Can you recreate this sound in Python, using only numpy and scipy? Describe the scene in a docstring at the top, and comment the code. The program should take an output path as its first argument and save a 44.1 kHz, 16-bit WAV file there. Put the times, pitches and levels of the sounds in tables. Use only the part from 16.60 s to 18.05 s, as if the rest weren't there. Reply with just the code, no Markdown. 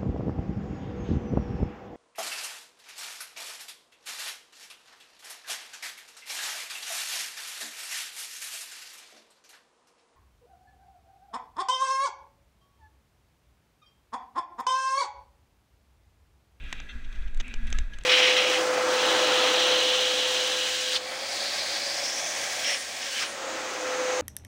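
"""A mountain bike rattles down a dirt trail, heard from a camera on the rider's helmet.
Chain, cables and fittings strike the frame over bumps; metal scrapes once and pings once.
The tyres hum on their knobs and hiss, swish and scuff over grit. Wind buffets the camera.
Short resonances of the camera case colour the clacks, hiss, swish and grit."""
import sys
import numpy as np
from scipy import signal
from scipy.fft import rfft, irfft
from scipy.io import wavfile

SR = 44100
rng = np.random.default_rng(int(sys.argv[2]) if len(sys.argv) > 2 else 0)


def store_wav(level_fs):
    """Save 16-bit WAV to argv[1]."""
    pcm = np.round(np.clip(np.atleast_2d(level_fs), -1, 1) * 32767)
    wavfile.write(sys.argv[1], SR, pcm.T.astype(np.int16))


N = 63945
TIME_S, FREQ_HZ = np.arange(N) / SR, np.fft.rfftfreq(N, 1 / SR)

# Hard and light strikes on the frame. Each row: start in seconds, body, treble and top in relative dB.
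CLACKS = [(.1276, -8, -21, -10), (.1302, -47, -40, -43), (.1314, -19, -31, -19), (.2018, -19, -27, -46),
          (.8004, -16.5, -21, -64), (.8042, -15, -24.5, -25), (.8067, -29, -51, -52),
          (.8083, -17.5, -25.5, -69), (.8107, -24, -30, -50), (.8128, -22, -35, -44),
          (.9406, -15, -21, -19.5), (1.1273, -10, -14, -23), (1.1871, -11.5, -14, -12)]
TICKS = [(.0388, -49, -51, -29), (.7463, -38.5, -33, -29), (.7742, -35, -31.5, -31),
         (.8811, -35, -31, -21.5), (1.0697, -35, -37, -23), (1.1031, -36, -30.5, -18),
         (1.3867, -31.5, -28, -21.5), (1.4367, -33, -27.5, -20)]
# Strike band edges in Hz: body end, treble start, treble end, top start.
STRIKE_EDGES_HZ = (3780, 6500, 7040, 9600)
# Metal scrape: start in seconds, length in seconds, level in dB.
SCRAPE = (0.2875, 0.064, -43)
# Ping at a hard bump: start in seconds, length in seconds, level in dB, pitch in Hz.
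PING = (1.143, .03, -46, 1288)
# Resonances of the scraped metal and the camera case. Each row: centre in Hz, width in Hz, gain in dB.
SCRAPE_MODES = [(1490, 430, -3.5), (2040, 190, 1.5), (2670, 160, 2.5), (3240, 140, 1), (3550, 130, 0),
                (3730, 230, -6), (4190, 120, -9), (6120, 150, -12)]
CASE_MODES = [(1624, 86, 5.5), (2593, 320, -6), (3550, 180, -3), (4140, 360, -6), (5000, 190, -3),
              (6260, 440, 3), (6880, 220, -8.5), (7930, 360, 1.5)]
# Tyre scuffs. Each row: start in seconds, length in seconds, level in dB.
SCUFFS = [(0.442, 0.02, -53.5), (0.525, .012, -49.5), (0.542, 0.038, -55.5), (0.621, 0.011, -52.5),
          (0.675, 0.015, -51.5), (1.071, 0.017, -45.5), (1.332, 0.022, -48), (1.408, .012, -49.5)]
# Tyre hum pitch. Each row: time in seconds, pitch in Hz.
HUM_PITCH = [(0, 235.3), (.25, 243.2), (.86, 233), (.92, 243.1), (1.07, 234.3), (1.2, 224.8), (1.45, 230.3)]
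# Source envelopes. Each row: time in seconds, relative level in dB.
RING_LEVEL = [(0, -61), (.18, -60), (.36, -53.5), (.46, -78), (.65, -56), (.73, -68.5), (.95, -56),
              (1.08, -56), (1.16, -45.5), (1.22, -54), (1.29, -70), (1.345, -45.5), (1.39, -61.5),
              (1.45, -72)]
ROLL_LEVEL = [(0, -56.5), (.11, -48.5), (.2, -52), (.27, -53), (.36, -51.5), (.45, -56), (.56, -51.5),
              (.66, -53.5), (.73, -57.5), (.83, -54.5), (.92, -51.5), (.99, -52.5), (1.06, -51),
              (1.15, -47), (1.21, -49), (1.28, -56.5), (1.36, -53.5), (1.45, -56.5)]
HUM_LEVEL = [(0, -64.5), (.24, -58.5), (.3, -70), (.36, -49), (.4, -62), (.75, -65), (.82, -58.5),
             (.88, -50), (.94, -53.5), (.97, -65), (1.01, -48), (1.19, -51.5), (1.26, -65.5), (1.45, -78)]
RUB_LEVEL = [(.81, -69), (.845, -48.5), (.878, -43), (.9, -50.5), (.925, -51.5), (.96, -51), (1.0, -72)]
SWISH_LEVEL = [(0, -52.5), (.06, -51), (.13, -51.5), (.2, -48.5), (.27, -63.5), (.38, -69), (.45, -58),
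               (.5, -66.5), (.85, -65.5), (.91, -50), (.98, -64), (1.08, -57), (1.17, -51), (1.25, -72),
               (1.45, -62.5)]
BUFFET_LEVEL = [(0, -33.5), (.09, -38), (.15, -38), (.23, -33), (.28, -44), (.355, -29), (.41, -39.5),
                (.46, -32.5), (.5, -31), (.545, -39), (.59, -24.5), (.72, -32.5), (.79, -19.5), (.835, -42),
                (.89, -32), (.925, -37.5), (.975, -21), (1.005, -35), (1.04, -20.5), (1.13, -24),
                (1.205, -16), (1.26, -27.5), (1.32, -39.5), (1.38, -29), (1.45, -41.5)]
ROAR_LEVEL = [(0.0, -55.5), (0.258, -57), (0.31, -58.5), (0.406, -58.5), (1.082, -56.5), (1.106, -57.5),
              (1.166, -57.5), (1.45, -58)]
# Source spectra. Each row: frequency in Hz, relative level in dB.
CLACK_SPECTRUM = [(100, -14.5), (350, -8), (800, -7.5), (1150, -10.5), (1700, -4.5), (2300, 0), (3700, -1),
                  (4800, -8.5), (5600, -5), (6600, -0.5), (7600, -3.5), (8700, -24.5), (11000, -28),
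                  (15000, -41)]
TICK_SPECTRUM = [(100, -16), (1000, 1), (2500, 5), (4000, 7), (4900, -8.5), (6400, -5.5), (7000, -3),
                 (7700, -5.5), (9200, -15.5), (10500, -26.5), (15000, -48)]
HISS_SPECTRUM = [(530, -21), (900, -18), (1100, -9.5), (1350, -2), (1640, 1), (1830, -2.5), (1970, 4),
                 (2190, -6.5), (2570, 5.5), (2960, -19), (3260, -5.5), (3900, -8), (4400, -12), (4900, -20),
                 (6180, -18.5), (7600, -20.5), (8600, -28.5), (12500, -34), (15000, -64), (16000, -69)]
GRIT_SPECTRUM = [(200, -39), (1100, -15.5), (1700, -1), (2600, 7), (3900, 5.5), (4700, -8.5), (6200, -8),
                 (8500, -22), (12000, -30), (15000, -57)]
SWISH_SPECTRUM = [(1200, -30), (2100, -7.5), (2450, 7), (2700, 7.5), (2950, -8.5), (3300, -1.5),
                  (3950, -5.5), (4500, -29), (6300, -32), (8500, -48), (14000, -60)]
BUFFET_SPECTRUM = [(6, -6), (14, 7.5), (24, -2), (34, -9.5), (52, -5), (62, -14), (78, -14.5), (130, -43),
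                   (400, -88)]
ROAR_SPECTRUM = [(30, -34), (90, -1), (150, -0.5), (200, -7), (320, -11), (500, -14.5), (1000, -20),
                 (1600, -67), (5000, -45)]


def rattle(gain_db=10):
    """Chain, cables and fittings strike the frame over bumps."""
    out = np.zeros(N)
    for strikes, spectrum in ((CLACKS, CLACK_SPECTRUM), (TICKS, TICK_SPECTRUM)):
        for start_s, *bands_db in strikes:
            add(out, start_s, amp(gain_db) * strike(spectrum, *bands_db))
    return out


def strike(spectrum, body_db, treble_db, top_db, echo_s=0.000783, decay_s=0.0016):
    """Hard contact: a click, one close reflection, a few milliseconds of dense ringing."""
    t = np.arange(700) / SR
    click = t == 0
    echo = 0.22 * np.sinc((t - echo_s) * SR)
    ring = rng.standard_normal(len(t)) * np.exp(-t / decay_s) * np.minimum(t / echo_s, 1)
    blow = click + echo + 0.89 * ring / np.linalg.norm(ring)
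    tilt = list(zip(STRIKE_EDGES_HZ, (body_db, treble_db, treble_db, top_db)))
    response = case_impulse(lambda hz: spectrum_db(spectrum, hz) + spectrum_db(tilt, hz))
    return signal.fftconvolve(blow, response)


def metal_scrape():
    """A scrape sets several metal resonances ringing."""
    start_s, length_s, level_db = SCRAPE
    modes = sum(amp(db) * steady(band(hz, width_hz), amount=0.66) for hz, width_hz, db in SCRAPE_MODES)
    return amp(level_db) * swell(start_s, length_s, skew=0.38) ** 2 * unit_rms(modes)


def bike_ping():
    """The bike rings briefly on one tone at a hard bump."""
    start_s, length_s, level_db, hz = PING
    return amp(level_db) * swell(start_s, length_s, skew=0.32) * np.sin(2 * np.pi * hz * TIME_S)


def bike_ring(gain_db=-1):
    """One thin resonance of the bike swells and fades."""
    return amp(gain_db) * envelope(RING_LEVEL) * steady(band(hz=1659, width_hz=77), amount=0.1)


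def tyre_roll(hiss_db=-1, grit_db=-17):
    """Rolling tread hisses over sparse grit."""
    hiss = noise(amp(spectrum_db(HISS_SPECTRUM, FREQ_HZ) + case_db(FREQ_HZ)))
    return envelope(ROLL_LEVEL) * (amp(hiss_db) * hiss + amp(grit_db) * grit(grains_per_s=320))


def tyre_hum(gain_db=0.5, width_hz=36.5):
    """Tread knobs drone, wavering about a pitch set by wheel speed."""
    phase = 2 * np.pi * np.cumsum(np.interp(TIME_S, *np.transpose(HUM_PITCH))) / SR
    drone = band(0, width_hz) * np.cos(phase) + band(0, width_hz) * np.sin(phase)
    return amp(gain_db) * envelope(HUM_LEVEL) * steady(unit_rms(drone), amount=0.97)


def tyre_rub():
    """A tyre rubs sideways through the bend."""
    return envelope(RUB_LEVEL) * band(hz=2475, width_hz=530)


def tyre_swish():
    """Tread brushes through loose dirt."""
    return envelope(SWISH_LEVEL) * noise(amp(spectrum_db(SWISH_SPECTRUM, FREQ_HZ) + case_db(FREQ_HZ)))


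def tyre_scuffs():
    """Tyres throw short sprays of dense grit."""
    sprays = sum(amp(db) * swell(start_s, length_s, skew=0.6) for start_s, length_s, db in SCUFFS)
    return sprays * grit(grains_per_s=2500)


def grit(grains_per_s):
    """Dirt grains crackle under the tread: equal clicks, random in time and sign."""
    grains = (rng.random(N) < grains_per_s / SR) * rng.choice([-1, 1], N)
    click = case_impulse(lambda hz: spectrum_db(GRIT_SPECTRUM, hz))
    return unit_rms(signal.fftconvolve(grains, click)[:N])


def wind(cutoff_hz=66, roar_db=1):
    """Air buffets the camera: deep thumps under a faint roar."""
    turbulence = noise(amp(spectrum_db(BUFFET_SPECTRUM, FREQ_HZ)))
    gusts = envelope(BUFFET_LEVEL) * steady(turbulence, amount=0.35)
    lowpass = 1 / (1 + (np.fft.rfftfreq(2 * N, 1 / SR) / cutoff_hz) ** 14)
    buffet = irfft(rfft(gusts, 2 * N) * lowpass)[:N]
    roar = envelope(ROAR_LEVEL) * noise(amp(spectrum_db(ROAR_SPECTRUM, FREQ_HZ)))
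    return buffet + amp(roar_db) * roar


def case_db(hz):
    """Peaks and notches of the camera case."""
    return sum(db * resonance(hz, centre_hz, width_hz) for centre_hz, width_hz, db in CASE_MODES)


def case_impulse(db_at_hz):
    """Minimum-phase click of a given spectrum, heard through the case."""
    hz = abs(np.fft.fftfreq(2048, 1 / SR))
    log_gain = np.log(amp(db_at_hz(hz) + case_db(hz)))
    return np.fft.ifft(np.exp(np.conj(signal.hilbert(log_gain)))).real


def resonance(hz, centre_hz, width_hz):
    """Bell curve, peak 1, full width at half height."""
    return 1 / (1 + (2 * (hz - centre_hz) / width_hz) ** 2)


def band(hz, width_hz):
    """Noise in one resonance."""
    return noise(resonance(FREQ_HZ, hz, width_hz))


def noise(gain):
    """Random-phase noise shaped by a gain per frequency, rms 1."""
    return unit_rms(irfft(gain * np.exp(2j * np.pi * rng.random(len(FREQ_HZ))), N))


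def steady(x, amount):
    """Evens out part of a narrow noise's random fading."""
    return unit_rms(x / (abs(signal.hilbert(x)) + 0.5) ** amount)


def swell(start_s, length_s, skew):
    """One arch of gain; skew below 1 moves the peak earlier."""
    return np.sin(np.pi * np.clip((TIME_S - start_s) / length_s, 0, 1) ** skew)


def envelope(points):
    """Gain per sample from a dB curve."""
    return amp(np.interp(TIME_S, *np.transpose(points)))


def spectrum_db(points, hz):
    """Interpolates a spectrum over log frequency."""
    points_hz, db = np.transpose(points)
    return np.interp(np.log(hz + 1), np.log(points_hz + 1), db)


def amp(db):
    """dB to gain."""
    return 10 ** (np.asarray(db) / 20)


def unit_rms(x):
    """Scales to rms 1."""
    return x / np.sqrt(np.mean(x ** 2) + 1e-20)


def add(mix, start_s, sound):
    """Mixes a sound in place."""
    part = mix[round(start_s * SR):][:len(sound)]
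    part += sound[:len(part)]


def scene():
    """Bike, tyres and wind in mono."""
    bike = rattle() + metal_scrape() + bike_ping() + bike_ring()
    tyres = tyre_roll() + tyre_hum() + tyre_rub() + tyre_swish() + tyre_scuffs()
    return (bike + tyres + wind())[None]


def record(dry):
    """The camera's band limit."""
    cutoff_hz = 16000
    lowpass = signal.firwin(255, cutoff_hz, window=("kaiser", 8), fs=SR)
    return signal.oaconvolve(dry, lowpass[None], "same")


dry = scene()
out = record(dry)
store_wav(out)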